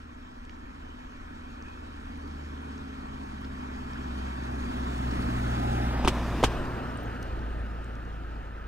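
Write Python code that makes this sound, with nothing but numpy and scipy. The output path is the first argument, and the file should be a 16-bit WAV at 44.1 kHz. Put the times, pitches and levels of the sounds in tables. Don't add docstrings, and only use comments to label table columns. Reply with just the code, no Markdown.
import sys
import numpy as np
from scipy import signal
from scipy.fft import rfft, irfft
from scipy.io import wavfile
from scipy.ndimage import uniform_filter1d

SR = 44100
rng = np.random.default_rng(int(sys.argv[2]) if len(sys.argv) > 2 else 0)


def to_wav(sig):
    pcm = np.clip(np.atleast_2d(sig), -1, 1) * 32767
    pcm = np.round(pcm).astype(np.int16)
    wavfile.write(sys.argv[1], SR, pcm.T)


def elevation(decibels):
    levels = np.asarray(decibels, float)
    return 10 ** (levels / 20)


N = 382347
SIZE, HOP = 1024, 256


def curve(table, s):
    first, *columns = np.transpose(table)
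    return [np.interp(s, first, c) for c in columns]


def colour(points, hz):
    f, value = np.transpose(points)
    return np.interp(np.log(hz + 1), np.log(f + 1), value)


def evened(x):
    return x / np.sqrt(np.mean(x ** 2) + 1e-20)


def wander(rate_hz):
    f = np.fft.rfftfreq(N, 1 / SR)
    slow = (f > 0) / (1 + (f / rate_hz) ** 4)
    return evened(irfft(rfft(rng.standard_normal(N)) * slow, N))


def split(x):
    return signal.stft(x, SR, nperseg=SIZE, noverlap=SIZE - HOP)


def join(z):
    return signal.istft(z, SR, nperseg=SIZE, noverlap=SIZE - HOP)[1][..., :N]


def add(mix, s, sound):
    part = mix[round(s * SR):][:len(sound)]
    part += sound[:len(part)]


# time_s, bearing (-1 far right, 0 ahead, 1 far left)
CAR_BEARING = [(0, -1.02), (4.4, -1.02), (4.8, -.98), (5.4, -.95), (5.72, -.88), (5.9, -.68), (6.02, -.3),
               (6.15, -.1), (6.4, .05), (6.6, .4), (6.9, .58), (7.3, .66), (8.67, .68)]
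# time_s, nearness_db
CAR_NEARNESS = [(0, -56), (1.5, -53), (2.5, -51.5), (3.5, -50), (4.5, -46.5), (5.2, -42.5), (5.8, -41.5),
                (6.0, -42), (6.6, -43), (7.0, -45.5), (7.8, -49.5), (8.67, -52.5)]
ALONGSIDE_DB = -42


def passing(t):
    bearing = curve(CAR_BEARING, t)[0]
    near_db = curve(CAR_NEARNESS, t)[0] - ALONGSIDE_DB
    broadside = np.clip(1 - abs(bearing) / 0.59, 0, 1)
    behind = np.clip(bearing / 0.66, 0, 1)
    return near_db, broadside, behind


# time_s, firing_hz, firing_level_db
ENGINE_SPEED = [(0, 76, -48), (.3, 76.8, -56), (.6, 76.9, -52), (1.15, 76.53, -52.5), (1.5, 76.4, -51),
                (1.9, 75.83, -48), (2.4, 72.66, -44), (3.0, 70.28, -43.5), (3.85, 65.5, -42.5),
                (4.2, 64.86, -37), (4.7, 63.03, -39.5), (5.15, 61.36, -34.5), (5.7, 60.57, -33),
                (6.05, 59.55, -30), (6.9, 59.16, -41), (7.2, 58.02, -38), (7.8, 56.7, -34.5),
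                (8.67, 53.5, -39)]
# multiple of the firing rate, level_db
UNEVEN_ORDERS = [(2.75, -7.5), (3, -0.5), (3.25, -5), (3.5, -6.5), (3.75, -2.5), (4, -5), (4.25, -12),
                 (4.5, -8.5), (4.75, -23), (5, -12), (5.5, -11.5), (6, -6.5), (6.5, -8.5)]
# multiple of the firing rate, level_db
TAILPIPE_ORDERS = [
    (.5, -89),
    (1.5, -50.5),
    (3, -55.5),
]


def engine():
    lift_off_s, ramp_s = 2.27, .5
    cruise_order = 3.25
    pipe_hz, pipe_width_hz, pipe_lift_db = 254, 24, 11.0
    boom_hz, boom_width_hz, boom_db = 121.2, 1.4, 8
    uneven_waver_db = 1.5
    t = np.arange(N) / SR
    hz, first_db = curve(ENGINE_SPEED, t)
    near_db, _, behind = passing(t)
    cruise = np.clip((lift_off_s - t) / ramp_s, 0, 1)
    boom = boom_db * np.exp(-((2 * hz - boom_hz) / boom_width_hz) ** 2)
    second_db = -41 + 1.4 * near_db - 30 * cruise + boom
    pipe_db = -47.5 + 0.87 * near_db - 7 * behind ** 2
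    turns = 2 * np.pi * np.cumsum(hz * (1 + .001 * wander(4.9))) / SR
    out = elevation(first_db + 1.3 * wander(2.0)) * np.sin(turns)
    out += elevation(second_db + 1.3 * wander(3.6)) * np.sin(2 * turns)
    flutter = wander(1.9)
    for order, db in UNEVEN_ORDERS:
        lift_db = pipe_lift_db / (1 + ((order * hz - pipe_hz) / pipe_width_hz) ** 2)
        cruise_db = -5 * cruise * (order != cruise_order)
        waver_db = uneven_waver_db * np.roll(flutter, rng.integers(N))
        level = elevation(pipe_db + db + lift_db + cruise_db + waver_db)
        out += level * np.sin(order * turns + 2 * np.pi * rng.random())
    for order, db in TAILPIPE_ORDERS:
        waver_db = uneven_waver_db * np.roll(flutter, rng.integers(N))
        out += behind * elevation(db + waver_db) * np.sin(order * turns)
    return np.sqrt(2) * out, turns


# pitch_hz, level_db (per Hz)
TYRE_COLOUR = [(25, -15), (110, -13.5), (170, -20), (260, -9.5), (400, -13.5), (600, -16), (950, -14),
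               (1350, -14), (1800, -15), (2150, -22), (3000, -25.5), (4500, -33.5), (8000, -43.5),
               (15500, -53)]


def tyres(turns):
    throb = 1 + 0.027 * np.sin(turns)
    hz, t, z = split(rng.standard_normal((2, N)) * throb)
    near_db, broadside, behind = passing(t)
    roar_db = ALONGSIDE_DB + near_db
    rumble_db = 12 + 0.35 * near_db - 0.5 * broadside - 4.5 * behind
    hum_db = 4.96 + 0.42 * near_db + 5 * broadside + 6.4 * behind
    fizz_db = 3 + 0.09 * near_db + 0.5 * broadside - 3.5 * behind
    octave = np.log2(hz + 1)[:, None]
    low = np.clip((np.log2(500) - octave) / 1.26, 0, 1)
    middle = np.clip(1 - abs(octave - np.log2(640)) / 1.12, 0, 1)
    high = np.clip((octave - np.log2(1800)) / 0.98, 0, 1.5)
    patches = rng.standard_normal(z.shape[::-1][:2]).T
    patches = uniform_filter1d(patches, size=10, axis=0)
    patches = evened(uniform_filter1d(patches, size=12, axis=1))
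    flicker = evened(uniform_filter1d(rng.standard_normal(len(t)), size=4))
    shape = elevation(colour(TYRE_COLOUR, hz))
    shape = shape / np.sqrt(np.mean(shape ** 2 * (hz > 900) * (hz < 2000)))
    field_db = roar_db + low * rumble_db + middle * hum_db + high * fizz_db
    field_db = field_db + 0.82 * (1 + 0.68 * high) * patches + 0.55 * flicker * high
    field_db = field_db + 0.87 * (roar_db + 42.5) * np.clip(octave - np.log2(7500), 0, 1)
    field_db = field_db + 4 * behind * np.clip(2 * (np.log2(260) - octave), 0, 1)
    across = (1 + curve(CAR_BEARING, t)[0]) / 2
    delay_s = 0.00091 + (0.00067 - 0.00091) * across
    strength = np.clip(0.017 + (0.39 - 0.017) * across, 0, .6)
    late = np.exp(-2j * np.pi * hz[:, None] * delay_s - (hz[:, None] / 3500) ** 2)
    road = 1 + strength * late
    return join(z * shape[:, None] * road * elevation(field_db))


# peak_s, level_db, half_length_s
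WIND_GUSTS = [
    (.3, -42, 0.69),
    (1.597, -40, 0.6),
    (3.1, -50, .4),
    (5.4, -43.5, .25),
    (6.518, -26.5, 0.16),
    (7.396, -29.5, 0.17),
    (8.35, -35.5, 0.48),
]


def wind():
    low = signal.butter(2, [16, 46], "bandpass", fs=SR, output="sos")
    shared, left, right = signal.sosfilt(low, rng.standard_normal((3, N)))
    t = np.arange(N) / SR
    gusts = elevation(-42.5)
    for s, db, half in WIND_GUSTS:
        gusts = gusts + elevation(db) * np.exp(-((t - s) / half) ** 2)
    level = gusts * elevation(-11.0 + 1.5 * wander(1.5))
    return level * evened(shared + elevation(-16.0) * np.array([left, right]))


# start_s, peak_level_db, pitch_hz, width_hz
GRIT_TICKS = [(.4513, -45, 5130, 3000), (0.495, -39, 2300, 900), (.4953, -47, 5170, 1800),
              (.588, -63, 8500, 1997), (1.6244, -45, 5200, 2000), (2.177, -58, 11100, 4014),
              (2.2785, -49, 4590, 1500), (2.2785, -60, 13000, 3000), (2.5756, -46, 2500, 1500),
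              (2.779, -45, 5460, 2194), (3.412, -58, 12010, 2002), (3.446, -40.5, 3193, 2000),
              (3.4508, -43, 3500, 2500), (3.934, -42, 5200, 1996), (5.112, -39, 5023, 1500),
              (6.9735, -44.5, 8700, 1280), (7.033, -49, 13000, 4000), (7.038, -52, 12970, 4000),
              (7.058, -51, 6500, 1200), (7.2265, -40, 4500, 2500), (7.2289, -40, 7500, 5000),
              (7.3926, -49, 4980, 1500), (7.592, -59, 9000, 1200), (7.844, -48, 5990, 4000),
              (7.9538, -49, 4970, 2500), (8.0519, -53, 5460, 1500)]


def grit():
    out, t = np.zeros(N), np.arange(512) / SR
    f = np.fft.rfftfreq(512, 1 / SR)
    fade = elevation(-60 * t / .009) * np.minimum(t / .0003, 1)
    for s, db, hz, width in GRIT_TICKS:
        band = np.exp(-((f - hz) / width) ** 2)
        burst = irfft(rfft(fade * rng.standard_normal(len(t))) * band)
        add(out, s - .001, elevation(db) * np.roll(burst, 44) / abs(burst).max())
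    return out


# middle_s, half_length_s, level_db, pitch_hz
BRAKE_SQUEAKS = [
    (0.901, 0.09, -64, 3000),
    (1.69, 0.07, -62, 2500),
    (1.82, .1, -67, 2586),
    (5.78, 0.26, -42.5, 800),
]


def brakes():
    width_hz = 90
    t, f = np.arange(N) / SR, np.fft.rfftfreq(N, 1 / SR)
    noise = rfft(rng.standard_normal(N))
    out = np.zeros(N)
    for s, half, db, hz in BRAKE_SQUEAKS:
        whistle = evened(irfft(noise * np.exp(-((f - hz) / width_hz) ** 2), N))
        out += elevation(db) * np.exp(-((t - s) / half) ** 2) * whistle
    return out


# start_s, ring_level_db, ring_pitch_hz, rattle_level_db, thump_level_db
COVER_KNOCKS = [
    (5.997, -25, 760, -55, -45),
    (6.0468, -15, 870, -28, -13),
    (6.052, -20, 387, -34, -14),
    (6.0748, -8, 1000, -20, -28),
    (6.0792, -22, 1150, -19.5, -20),
    (6.4283, -13, 500, -27, -26),
    (6.436, -6, 850, -21, -32),
    (6.4399, -21, 1185, -19, -30),
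    (6.4452, -23, 920, -25, -22),
    (6.464, -27, 810, -32, -19),
]
# pitch_hz, level_db (per Hz)
RATTLE_COLOUR = [(150, -2), (350, 1), (800, -14), (1300, -8.5), (1800, -13.5), (3000, -9.5), (5000, -17.5),
                 (8000, -20), (12000, -32), (16000, -36)]


def cover():
    out, t = np.zeros(N), np.arange(8192) / SR
    f = np.fft.rfftfreq(len(t), 1 / SR)
    tone = elevation(colour(RATTLE_COLOUR, f))
    treble = np.log2(np.maximum(f / 2000, 1))
    crest = t - .0022
    for s, ring_db, ring_hz, rattle_db, thump_db in COVER_KNOCKS:
        swings = crest * ring_hz
        swell = np.exp(-(swings / np.where(crest < 0, .85, .55)) ** 2)
        ring = elevation(ring_db) * swell * np.cos(2 * np.pi * swings)
        softness = elevation(.27 * (rattle_db + 19) * treble)
        noise = evened(irfft(rfft(rng.standard_normal(len(t))) * tone * softness))
        rattle = elevation(rattle_db - 60 * t / 0.066) * np.minimum(t / 0.00087, 1) * noise
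        sinking = 65 * t * np.exp(-t / 0.29)
        thump = elevation(thump_db - 60 * t / 0.042) * np.sin(2 * np.pi * sinking)
        add(out, s, ring + rattle + thump)
    return out


# pitch_hz, left_lead_radians, left_minus_right_db, lift_db, scattered_share (0 to 1)
PORT_RESPONSE = [(0, 0, 0, 0, .012), (300, 1.05, 0, 0, .02), (480, 1.65, -.8, -3, .025),
                 (680, 2.45, 2, 2, .015), (860, 3.15, 0, 7, .006), (1190, 4.3, -1, 3, .02),
                 (1215, 1.2, -1.5, 1.5, .03), (2000, 1.8, 2, 0, .05), (2550, 1.95, 2, 0, .07),
                 (3000, 2.6, 2, 0, .1), (3500, 3.2, 2, 0, .3), (4300, 4.2, 2, 0, .35),
                 (7000, 6.2, 3, 0, .06), (10000, 7.4, 6, 0, .25), (16000, 12.6, 4, 0, .25)]


def ports(direct, scattered):
    hz, t, (a, b) = split(np.array([direct, scattered]))
    bearing = curve(CAR_BEARING, t)[0]
    lead, tilt_db, lift_db, share = (c[:, None] for c in curve(PORT_RESPONSE, hz))
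    hz = hz[:, None]
    shaded = (hz > 1200) & (bearing > 0)
    lead = np.where(shaded, np.minimum(.7 * lead, 1.9), lead)
    share = np.where(shaded & (hz > 3500), .3, share)
    turn = np.exp(.5j * lead * bearing) * elevation(.5 * tilt_db * bearing)
    near, far = np.sqrt(1 - share) * a, np.sqrt(share) * b
    delay_s, centre_hz, width_hz, strength = .00111, 2750, 750, .42
    drift = 1 + .015 * np.interp(t, np.arange(N) / SR, wander(.8))
    late = np.exp(-((hz - centre_hz) / width_hz) ** 4 - 2j * np.pi * hz * delay_s * drift)
    bounce = strength * late * np.clip(-25 * (bearing + .98), 0, 1)
    left = turn * (near + 1j * far) * (1 + bounce)
    right = (near - 1j * far) / turn * (1 - bounce)
    return join(elevation(lift_db * np.minimum(bearing, 0) ** 2) * np.array([left, right]))


def scene():
    drone, turns = engine()
    direct, scattered = tyres(turns)
    breeze = wind()
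    side_db = 1.2 * curve(CAR_BEARING, np.arange(N) / SR)[0]
    ticks = grit() * elevation(np.array([side_db, -side_db]))
    squeaks = brakes()
    knocks = cover()
    echo = np.roll(knocks, round(0.0065 * SR))
    car = ports(drone + direct + knocks + squeaks, drone + scattered + echo)
    return car + ticks + breeze


def roll_off(x):
    return signal.sosfilt(signal.butter(12, 16320, fs=SR, output="sos"), x)


def record(dry):
    treble = signal.butter(2, 8000, "highpass", fs=SR, output="sos")
    hiss = signal.sosfilt(treble, rng.standard_normal(N))
    near_db = passing(np.arange(N) / SR)[0]
    wide = dry + elevation(-69.5 + 0.8 * near_db) * hiss
    band_limit = signal.firwin(1023, 15760, window=("kaiser", 9), fs=SR)
    mix = signal.oaconvolve(wide, band_limit[None], "same")
    return roll_off(mix)


dry = scene()
out = record(dry)
to_wav(out)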